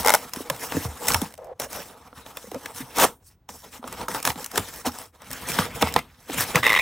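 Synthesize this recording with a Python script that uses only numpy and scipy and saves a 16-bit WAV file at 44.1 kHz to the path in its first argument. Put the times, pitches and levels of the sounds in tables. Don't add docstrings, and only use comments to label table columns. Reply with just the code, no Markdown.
import sys
import numpy as np
from scipy import signal
from scipy.fft import rfft, irfft, next_fast_len
from scipy.io import wavfile
from scipy.ndimage import uniform_filter1d, map_coordinates

SR = 44100
rng = np.random.default_rng(int(sys.argv[2]) if len(sys.argv) > 2 else 0)


def convert_level_to_amplitude(level_db):
    exponent = np.asarray(level_db, float) / 20
    return 10 ** exponent


def wav_out(sig):
    wavfile.write(sys.argv[1], SR, np.round(np.clip(np.atleast_2d(sig).T, -1, 1) * 32767).astype(np.int16))


N = 300321

# hardest at t/s, rise/s, fall/s, level/dB, brightness/dB (fibre up, board down)
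LIFTING_STROKES = [(-0.006, 0.01, 0.036, -29.5, 1.5), (0.091, 0.059, 0.021, -28.5, -2.5),
                   (0.134, 0.13, 0.084, -36.5, 0), (0.252, 0.22, 0.075, -43, -1),
                   (0.38, 0.073, 0.077, -41.5, 1), (0.507, 0.006, 0.06, -51, -11.5),
                   (0.645, 0.063, 0.042, -39.5, 5.5), (0.761, 0.4, 0.23, -40.5, -1),
                   (0.765, 0.083, 0.021, -40.5, -0.5), (0.849, 0.15, 0.0068, -42, 5),
                   (1.094, 0.025, 0.092, -30, 2.5), (1.131, 0.21, 0.2, -38.5, 0.5)]
SETTLING_STROKES = [
    (1.4, 0.018, 0.11, -69.5, 2.6),
]
PULLING_STROKES = [(1.604, 0.01, 0.08, -38, 1), (1.747, 0.07, 0.19, -42.0, 1.5),
                   (1.95, 0.4, 0.18, -57, -5.5), (2.068, 0.038, 0.024, -52.5, -4),
                   (2.18, 0.037, 0.054, -45.5, -1), (2.273, 0.021, 0.067, -46, -2),
                   (2.378, 0.081, 0.034, -50.5, -2), (2.38, 0.013, 0.18, -54, 6.5),
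                   (2.555, 0.022, 0.021, -47.5, -10), (2.661, 0.028, 0.011, -51.5, -2),
                   (2.803, 0.074, 0.027, -38, 2.5), (3.002, 0.011, 0.13, -40.5, -7),
                   (3.033, 0.073, 0.046, -20.5, -0.5), (3.064, 1, 0.053, -49, -1.5),
                   (3.284, 0.056, 0.016, -66, 16), (3.31, 0.0275, 0.051, -66.5, 1.5)]
PRYING_STROKES = [(3.493, 0.0067, 0.19, -52.5, 8.5), (3.499, 0.016, 0.087, -50, -6.5),
                  (3.651, 0.027, 0.073, -51, -1.5), (3.747, 0.055, 0.058, -49, 2),
                  (3.89, 0.07, 0.065, -50, -5.0), (3.957, 0.13, 0.136, -42.5, -3.5),
                  (4.02, 0.053, 0.036, -39.5, -5), (4.096, 0.018, 0.2, -39, 0.5),
                  (4.158, 0.0088, 0.07, -39, -2.5), (4.271, 0.038, 0.059, -31, 1.5),
                  (4.405, 0.075, 0.098, -41.5, -0.5), (4.573, 0.043, 0.064, -32, -2),
                  (4.798, 0.42, 0.043, -45, 2.0), (4.865, 0.019, 0.047, -33.5, -2),
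                  (5.009, 0.28, 0.084, -46.5, 1)]
FOLDING_STROKES = [(5.144, 0.021, 0.037, -58, -4), (5.23, 0.053, 0.13, -52.5, -3),
                   (5.318, 0.09, 0.23, -45, 1.5), (5.51, 0.036, 0.059, -39, 6.5),
                   (5.582, .16, 0.11, -34.5, -0.5), (5.606, 0.033, 0.036, -33, 1),
                   (5.633, 0.23, 0.55, -48.5, -3), (5.793, 0.096, 0.039, -43.5, 2),
                   (5.822, 0.019, 0.13, -35.5, -2.5), (5.975, 0.042, 0.029, -35.5, -3),
                   (6.326, 0.048, 0.33, -35, -0.5), (6.397, 0.032, 0.056, -34, 10.5),
                   (6.562, 0.019, 0.05, -28.5, -2.5), (6.633, 0.48, 0.012, -48.5, 3.5)]
# t/s, peak level/dB
FLUTE_POPS = [(.023, -26), (.047, -14), (.061, -8.5), (.073, -6.5), (.082, -6), (.093, -4.5), (.103, -5.5),
              (.120, -14), (.126, -17), (.138, -3.5), (.146, -4), (.150, -6), (4.084, -20), (4.146, -19),
              (5.219, -34), (5.812, -17), (5.818, -15)]
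# t/s, peak level/dB, tilt/(dB per
CARTON_BUMPS = [(6.631, -8, -3), (6.640, -9, -3), (6.650, -9, 4), (6.658, -10, 4), (6.665, -3, 0),
                (6.675, -7, 2), (6.682, -11, 2), (6.693, -5, 1), (6.701, -6, 3), (6.710, -9, 0),
                (6.720, -6, 0), (6.729, -4, 3), (6.739, -7, -1), (6.749, -6, 3), (6.762, -7, 1),
                (6.768, -12, 2), (6.774, -8, 2), (6.789, -8, 0), (6.794, -7, 2), (6.556, 0, 1)]
# level/dB of liner, board, fibre
SCRAPE_DB = (-19, -36, -40)
# t/s, peak level/dB
FIBRE_TICKS = [(0.0311, -14.5), (0.563, -22), (0.9722, -27.5), (1.0704, -11), (1.0864, -6.5), (1.1362, -5),
               (1.145, -11.5), (1.306, -32.5), (1.3237, -32), (1.3525, -35), (1.4554, -46), (1.4694, -45.5),
               (1.6164, -19.5), (2.3702, -16.5), (2.9595, -16.5), (2.9743, -16.5), (2.9844, -4),
               (3.8836, -27), (3.9132, -34.5), (3.926, -17), (4.2526, -11), (4.2634, -17), (4.2742, -6),
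               (4.2876, -16), (4.2974, -12.5), (4.4288, -25), (4.5132, -29), (4.557, -12.5), (4.5752, -6),
               (4.8663, -10.5), (5.3134, -15.5), (5.5862, -16.5), (5.8222, -6), (5.9239, -19.5),
               (6.3071, -23)]
# t/s, peak level/dB, brightness/dB, ring f/Hz
PAPER_SNAPS = [(0.335, -19.5, 12.5, 950), (0.36, -20, 3.5, 990), (0.499, -5, 2.5, 1020),
               (0.721, -13.5, -4, 960), (0.849, -23, -16, 860), (1.0826, -5.5, 9, 2040),
               (1.103, -9, -0.5, 1030), (1.133, -17, 2, 1080), (1.144, -1, 0.5, 862),
               (1.216, -15.5, 8, 856), (1.339, -29.5, 5.5, 616), (1.377, -36.5, 8.5, 680),
               (1.444, -45, 13.5, 900), (1.598, -16.5, 7.5, 630), (1.619, -20, 0, 1140),
               (1.729, -22, 9, 670), (2.128, -39, -19, 680), (2.262, -26, -4.5, 610),
               (2.371, -21, -3.5, 3450), (2.515, -25, 2, 760), (2.544, -23.5, 1.5, 786),
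               (2.658, -15.5, 0.5, 1635), (2.968, -18, 7, 1030), (2.999, -10.5, 7.5, 1050),
               (3.040, -2, -7, 597),
               (3.49, -24.5, -10.5, 970), (3.827, -38, -21.5, 904), (3.84, -27.5, -17.5, 910),
              (3.876, -23, 4, 1260), (3.926, -38, 8, 1180), (4.013, -16.5, -6, 930),
              (4.082, -21.5, -9, 1280), (4.147, -14.5, -5, 960), (4.227, -22.5, 12, 1260),
              (4.251, -4.5, 3.5, 1260), (4.274, -4.5, -0.5, 1106), (4.302, -11.5, -2.5, 890),
              (4.357, -26, -4.5, 770), (4.443, -23.5, 13, 2980), (4.461, -24.5, 12.5, 990),
              (4.515, -26, 9, 1270), (4.558, -16, 4.5, 1640), (4.577, -3, 5, 955), (4.849, -23, -13, 890),
              (4.868, -33.5, -2.5, 875), (5.305, -24.5, 4.5, 570), (5.33, -29.5, 18.5, 900),
              (5.587, -3, -7, 984), (5.824, 1.5, -8.5, 794), (5.939, -17.5, 7.5, 4050),
              (5.962, -0.5, -5, 896), (5.989, -16.5, -2.5, 730), (6.298, -20, -3, 820),
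              (6.383, -13.5, -1, 2500), (6.547, -12.5, -12.5, 780)]
# t/s, peak level/dB, note f/Hz, t60/s
PANEL_KNOCKS = [(0.367, -20.5, 222.6, 0.04), (0.405, -12, 236, 0.02), (0.506, -26, 158, 0.13),
                (0.746, -17, 207, 0.048), (0.768, -12, 229, 0.051), (0.853, -19, 107, 0.18),
                (1.149, -21, 109, 0.09), (1.219, -16.5, 203.4, 0.084), (2.516, -23, 320, 0.043),
                (3.039, -6, 369, 0.034), (3.842, -49, 264, 0.11), (4.095, -31, 240, 0.17),
                (4.144, -34, 147, 0.14), (4.255, -34, 115, 0.092), (4.292, -27, 97, 0.17),
                (4.357, -28, 207, 0.077), (4.584, -31, 152, 0.096), (5.498, -18.5, 142, 0.041),
                (5.589, -14, 173, 0.089), (5.829, -11.5, 149, 0.052), (5.962, -27, 203, 0.14),
                (6.293, -24.5, 318, 0.084), (6.38, -26, 133, 0.18), (6.546, -19, 177.6, 0.15)]
# t/s, peak level/dB, note f/Hz, t60/s
POCKET_TAPS = [(0.370, -14.5, 261, 0.026), (0.501, -16.5, 560, 0.025), (0.751, -22.5, 170, 0.1),
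               (0.768, -17, 477, 0.034), (0.770, -8.5, 283, 0.031), (0.852, -29, 505, 0.046),
               (0.859, -28, 93, 0.099), (1.1445, -5, 910, 0.019), (1.153, -23, 89, 0.16),
               (1.158, -22.5, 930, .04), (1.516, -27.5, 520, 0.036), (1.603, -25, 495, .04),
               (2.442, -36, 499, 0.041), (2.444, -41, 210, 0.041), (2.471, -37, 500, 0.046),
               (2.478, -38, 210, .06), (2.516, -33, 753, .04), (2.544, -27.5, 498, 0.066),
               (2.556, -30, 560, 0.049), (2.568, -25, 510, 0.03), (2.558, -28, 268, 0.07),
               (2.804, -25.5, 268, 0.074), (2.82, -35, 141, 0.1), (3.041, -7.5, 620, 0.011),
               (3.644, -44, 440, 0.091), (3.794, -35, 243, 0.055), (3.839, -31.5, 257, 0.088),
               (4.083, -22, 1310, 0.026), (4.146, -26, 785, 0.02), (4.264, -28, 327, 0.018),
               (4.287, -18.5, 1100, 0.017), (4.385, -32, 840, 0.065), (4.402, -29, 497, 0.044),
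               (4.586, -26, 100, 0.13), (4.847, -29, 837, .05), (4.855, -23.5, 850, 0.033),
               (4.869, -22, 870, 0.039), (4.870, -17.5, 256, 0.059), (4.872, -34, 85, .15),
               (0.765, -27, 95, 0.15), (4.892, -35, 840, 0.06), (5.594, -23, 102, 0.14),
               (5.62, -20.5, 1190, 0.025), (5.832, -21.5, 87, 0.17), (5.964, -24.5, 180, 0.067),
               (5.99, -28, 250, 0.042), (4.576, -17.5, 420, 0.032), (4.594, -23.5, 254, 0.041),
               (6.558, -17.5, 187, 0.047), (6.575, -13, 1310, 0.022), (5.838, -13, 239, 0.037),
               (6.554, -26.5, 106, .2)]
# start t/s, end t/s,
# level/dB
HOLLOW_SCRAPES = [
    (1.377, 1.541, -54),
    (1.596, 1.676, -53),
    (1.748, 1.826, -54),
    (3.01, 3.058, -37),
]

# f/Hz, width/Hz, level/dB
CAVITY_MODES = [(560, 273, 0)]
FLAP_MODES = [(616, 150, -1), (864, 100, 0.71), (1380, 190, -1.5), (2105, 190, -0.62)]
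CARTON_MODES = [(540, 200, -9), (1100, 300, 8), (1985, 240, 12), (2600, 450, 6), (3750, 320, 3)]

# f/Hz, level/dB (per Hz)
BOOM_COLOUR = [(18, -35.5), (30, -38.5), (48, 2), (86, 1), (124, 1), (260, -0.5), (340, -25), (570, -120)]
BOARD_COLOUR = [(120, -21.5), (200, -7.5), (263, -2), (377, -9), (488, 3), (545, -5), (914, 0.5),
                (1060, -3), (1300, -4), (1690, -19), (2860, -120)]
LINER_COLOUR = [(650, -11), (1100, -7), (1710, -3), (2010, -4.5), (2850, -7.5), (3210, -7), (4010, -9.5),
                (4750, -16), (5000, -14.5), (6500, -49.5), (11000, -120)]
FIBRE_COLOUR = [(2760, -20), (4700, -8.5), (5460, 1.5), (6450, -3), (7970, -1.5), (8750, -2.5), (10000, -2),
                (10900, -6.5), (14400, -3.5), (15500, -5), (16200, -13.5)]
HUSH_COLOUR = [(18, -23.5), (30, -2.5), (71, 7.5), (486, -22.5), (740, -19.5), (2500, -35), (9970, -48.5),
               (16000, -52.5)]
# f/Hz, side minus mid level/dB
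STEREO_WIDTH = [(60, -25.5), (99, -29.5), (160, -16.5), (270, -13.5), (450, -11.5), (740, -8), (1220, -14),
                (2010, -14), (3330, -7.5), (5500, -3.5), (9080, -32), (15000, -2.5)]
# f/Hz, t60/s
ROOM_DECAY = [(150, 0.5), (1000, 0.079), (15000, 0.34)]

BOOM_DB, BOARD_DB, LINER_DB, FIBRE_DB = -11, 0.5, -2, -0.1
EDGE_DB, ROUNDNESS = 20, 2.5
OPEN_S, OPEN_DB, OPEN_BOOM_DB = 5.2, 5, 11
SNAP_T60_S, SNAP_BOARD_DB, SNAP_FIBRE_DB = 0.027, -11.5, -11
TAP_RISE_CYCLES, TAP_SAG_PER_S = 0.7, 1.5
HUSH_DB, TOP_HZ = -59, 15900


def unit(x):
    return x / np.sqrt(np.mean(x ** 2) + 1e-20)


def along(points, hz):
    f, v = np.transpose(points)
    return np.interp(np.log(hz + 1), np.log(f + 1), v)


def wobble(rate):
    knots = rng.standard_normal(int(N * rate / SR) + 4)
    return map_coordinates(knots, [np.arange(N) * rate / SR])


def shaped(x, response):
    m = next_fast_len(N)
    return irfft(rfft(x, m) * response(np.fft.rfftfreq(m, 1 / SR)), m)[..., :N]


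def coloured(x, spectrum, keep=True):
    m = 2 ** 14
    gain = convert_level_to_amplitude(along(spectrum, np.fft.rfftfreq(m, 1 / SR)))
    cepstrum = irfft(np.log(gain + 1e-4))
    cepstrum[1:m // 2] *= 2
    cepstrum[m // 2 + 1:] = 0
    pulse = irfft(np.exp(rfft(cepstrum)))
    if keep:
        pulse = pulse / np.linalg.norm(pulse)
    return signal.fftconvolve(x, pulse)[:N]


def resonant(x, peaks):
    f = np.fft.rfftfreq(2 ** 13, 1 / SR)
    response = 0
    for k, (centre, width, db) in enumerate(peaks):
        damping = 1j * f * width
        response = response + (-1) ** k * convert_level_to_amplitude(db) * damping / (centre * centre - f * f + damping)
    pulse = irfft(response)
    return signal.fftconvolve(x, pulse / np.linalg.norm(pulse))[:N]


def bursts(times, dbs, t60s, attack, lag=0.):
    shape, t = np.zeros(N + SR), np.arange(SR // 12) / SR
    for s, db, t60 in zip(times, dbs, t60s):
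        puff = convert_level_to_amplitude(db - 60 * t / max(t60, .003)) * (1 - np.exp(-t / attack))
        shape[round((s + lag) * SR):][:len(t)] += puff
    return shape[:N] * rng.standard_normal(N)


def rings(times, dbs, modes, rise):
    out, t = np.zeros(N + SR), np.arange(SR // 25) / SR
    for s, db, row in zip(times, dbs, modes):
        tone = np.zeros(len(t))
        for hz, width, level in row:
            strength = convert_level_to_amplitude(level + rng.normal(0, 3.0))
            cycles = hz * rng.normal(1, 0.029) * t + rng.random()
            tone += strength * np.sin(2 * np.pi * cycles) * np.exp(-np.pi * width * t)
        tone *= (1 - np.exp(-t / rise)) ** 2
        out[round(s * SR):][:len(t)] += convert_level_to_amplitude(db) * tone / np.abs(tone).max()
    return out[:N]


def patchy(db):
    z = signal.stft(rng.standard_normal(N), nperseg=256)[2]
    field = uniform_filter1d(rng.standard_normal(z.shape), 4, 0)
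    field = uniform_filter1d(field, 12, 1)
    return signal.istft(z * convert_level_to_amplitude(db * unit(field)), nperseg=256)[1][:N]


def echo(x, stretch):
    hz, t, z = signal.stft(rng.standard_normal(SR // 2), SR, nperseg=128)
    t60 = stretch * along(ROOM_DECAY, hz)[:, None]
    tail = signal.istft(z * convert_level_to_amplitude(-60 * t / t60), SR, nperseg=128)[1]
    return signal.fftconvolve(x, tail / np.linalg.norm(tail))[:N]


def room_hush():
    return convert_level_to_amplitude(HUSH_DB) * coloured(rng.standard_normal(N), HUSH_COLOUR)


def strokes(t):
    power = np.full((3, len(t)), 1e-12)
    hands = LIFTING_STROKES + SETTLING_STROKES + PULLING_STROKES + PRYING_STROKES + FOLDING_STROKES
    for s, rise, fall, db, bright_db in hands:
        away = np.where(t < s, (s - t) / max(rise, .004), (t - s) / max(fall, .004))
        layer_db = db + np.array([[-bright_db], [0], [bright_db]])
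        power += convert_level_to_amplitude(layer_db - EDGE_DB * away ** ROUNDNESS) ** 2
    return np.sqrt(power)


def rubbing():
    t = np.arange(N) / SR
    board, liner, fibre = [np.interp(t, t[::32], gain) for gain in strokes(t[::32])]
    scrape_s = CARTON_BUMPS[0][0]
    scraping = np.clip((t - scrape_s) / .012 + .5, 0, 1)
    opened = t > OPEN_S
    boom = convert_level_to_amplitude(BOOM_DB + OPEN_BOOM_DB * opened) * board
    boom = np.minimum(boom, convert_level_to_amplitude(-43))
    board = convert_level_to_amplitude(BOARD_DB) * board + convert_level_to_amplitude(SCRAPE_DB[1]) * scraping
    liner = convert_level_to_amplitude(LINER_DB + OPEN_DB * opened) * liner + convert_level_to_amplitude(SCRAPE_DB[0]) * scraping
    fibre = convert_level_to_amplitude(FIBRE_DB) * fibre + convert_level_to_amplitude(SCRAPE_DB[2]) * scraping

    grip = 2.2 * wobble(45)
    crackle = 3.2 * np.maximum(wobble(700) - 1.2, 0)

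    def grains(db):
        return unit(convert_level_to_amplitude(db) * patchy(2.8))

    skin = liner * grains(grip + 1.74 * crackle + wobble(90))
    bumping = t > scrape_s
    touch = .34
    for at, db, _ in CARTON_BUMPS[:-1]:
        touch = touch + convert_level_to_amplitude(db + 5) * np.exp(-((t[bumping] - at - .003) / .002) ** 2)
    skin[bumping] *= touch
    sliding = .3 * ((t > 5.72) & (t < 6.02)) + .8 * bumping
    return (coloured(boom * grains(0.86 * wobble(27)), BOOM_COLOUR)
            + coloured(board * grains(grip + 1.1 * crackle + wobble(60)), BOARD_COLOUR)
            + coloured(np.sqrt(1 - sliding) * skin, LINER_COLOUR)
            + resonant(np.sqrt(sliding) * skin, CARTON_MODES[2:])
            + coloured(fibre * grains(grip + 2.0 * crackle + wobble(150)), FIBRE_COLOUR))


def flutes(events, body, rise, t60, grit_db, fibre_db, steep):
    s, db = np.transpose([row[:2] for row in events])
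    life = np.full(len(s), t60)
    modes = []
    for row in events:
        tilt = sum(row[2:])
        modes.append([(hz, width, level + tilt * np.log2(hz / 1400)) for hz, width, level in body])
    return (rings(s, db - 1.5, modes, rise)
            + coloured(bursts(s, db + grit_db, life, 0.00033), LINER_COLOUR)
            + coloured(bursts(s, steep * db + fibre_db, life, 0.00061), FIBRE_COLOUR))


def ticks():
    s, db = np.transpose(FIBRE_TICKS)
    life = np.full(len(s), .011)
    return (coloured(bursts(s, db - 8, life, 0.00037), FIBRE_COLOUR)
            + coloured(bursts(s, db - 13, life, 0.00037), LINER_COLOUR))


def snaps():
    s, db, bright_db, hz = np.transpose(PAPER_SNAPS)
    board_db = db + SNAP_BOARD_DB - bright_db
    fibre_db = db + SNAP_FIBRE_DB + bright_db
    t60 = np.full(len(s), SNAP_T60_S)
    patch = [[(f, 3 / SNAP_T60_S, 0), (1.3 * f, 5 / SNAP_T60_S, -5)] for f in hz]
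    return (coloured(bursts(s, fibre_db + 0.5, 0.63 * t60, 0.0007), FIBRE_COLOUR)
            + coloured(bursts(s, db - 10.0, 0.81 * t60, 0.00045), LINER_COLOUR)
            + rings(s, db - 10.0, patch, rise=0.0008)
            + coloured(bursts(s, board_db - 6.0, 1.41 * t60, 0.00033, lag=0.000077), BOARD_COLOUR))


def thumps():
    out, t = np.zeros(N + SR), np.arange(SR // 4) / SR
    for s, db, hz, t60 in PANEL_KNOCKS:
        pitch = hz * (0.616 + 0.00237 / (t + 0.00059) + .3 * np.exp(-t / 0.019))
        swing = np.sin(2 * np.pi * np.cumsum(pitch) / SR) * (1 - np.exp(-t / 0.0039))
        out[round(s * SR):][:len(t)] += convert_level_to_amplitude(db - 60 * t / t60) * swing
    return out[:N] + 0.39 * echo(out[:N], stretch=0.18)


def taps():
    out, t = np.zeros(N + SR), np.arange(SR // 5) / SR
    for s, db, hz, t60 in POCKET_TAPS:
        cycles = hz * (1 - np.exp(-TAP_SAG_PER_S * t)) / TAP_SAG_PER_S
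        swing = np.sin(2 * np.pi * cycles) * (1 - np.exp(-t * hz / TAP_RISE_CYCLES))
        out[round(s * SR):][:len(t)] += convert_level_to_amplitude(db + 3.5 - 60 * t / t60) * swing
    return out[:N]


def hollow():
    t = np.arange(N) / SR
    gate = sum(convert_level_to_amplitude(db) * np.clip(np.minimum(t - a, b - t) / 0.0095, 0, 1) for a, b, db in HOLLOW_SCRAPES)
    drag = gate * convert_level_to_amplitude(1.5 * wobble(90)) * rng.standard_normal(N)
    pocket = resonant(resonant(drag, CAVITY_MODES), CAVITY_MODES)
    return pocket + .55 * resonant(drag, [(190, 200, 0)])


def port_spacing(hz):
    return 1j * convert_level_to_amplitude(along(STEREO_WIDTH, hz)) * (hz > 3200)


def scene():
    box = rubbing()
    box = box + flutes(FLUTE_POPS, FLAP_MODES, rise=0.0011, t60=0.013,
                       grit_db=-9.0, fibre_db=-2.0, steep=1.0)
    box = box + ticks() + snaps()
    box = box + convert_level_to_amplitude(3.4 * wobble(60)) * thumps()
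    box = box + convert_level_to_amplitude(2.2 * wobble(80)) * taps()
    box = box + hollow()
    box = box + flutes(CARTON_BUMPS, CARTON_MODES, rise=0.003, t60=0.022,
                       grit_db=-15.0, fibre_db=-13.0, steep=1.9)
    room = convert_level_to_amplitude(-18.0) * echo(np.pad(box, (400, 0)), stretch=0.75)
    mid = box + room + room_hush()
    wandering = coloured(0.69 * wobble(250) * mid, STEREO_WIDTH, keep=False)
    side = wandering + 0.41 * shaped(mid, port_spacing)
    return np.array([mid + side, mid - side])


def low_pass(x):
    return signal.sosfilt(signal.butter(12, 16660, fs=SR, output="sos"), x)


def record(dry):
    x = shaped(dry, lambda hz: (hz < TOP_HZ) * (1j * hz / (24 + 1j * hz)) ** 2)
    x = x / (1 + np.abs(x / .92) ** 6) ** (1 / 6)
    return low_pass(x)


dry = scene()
out = record(dry)
wav_out(out)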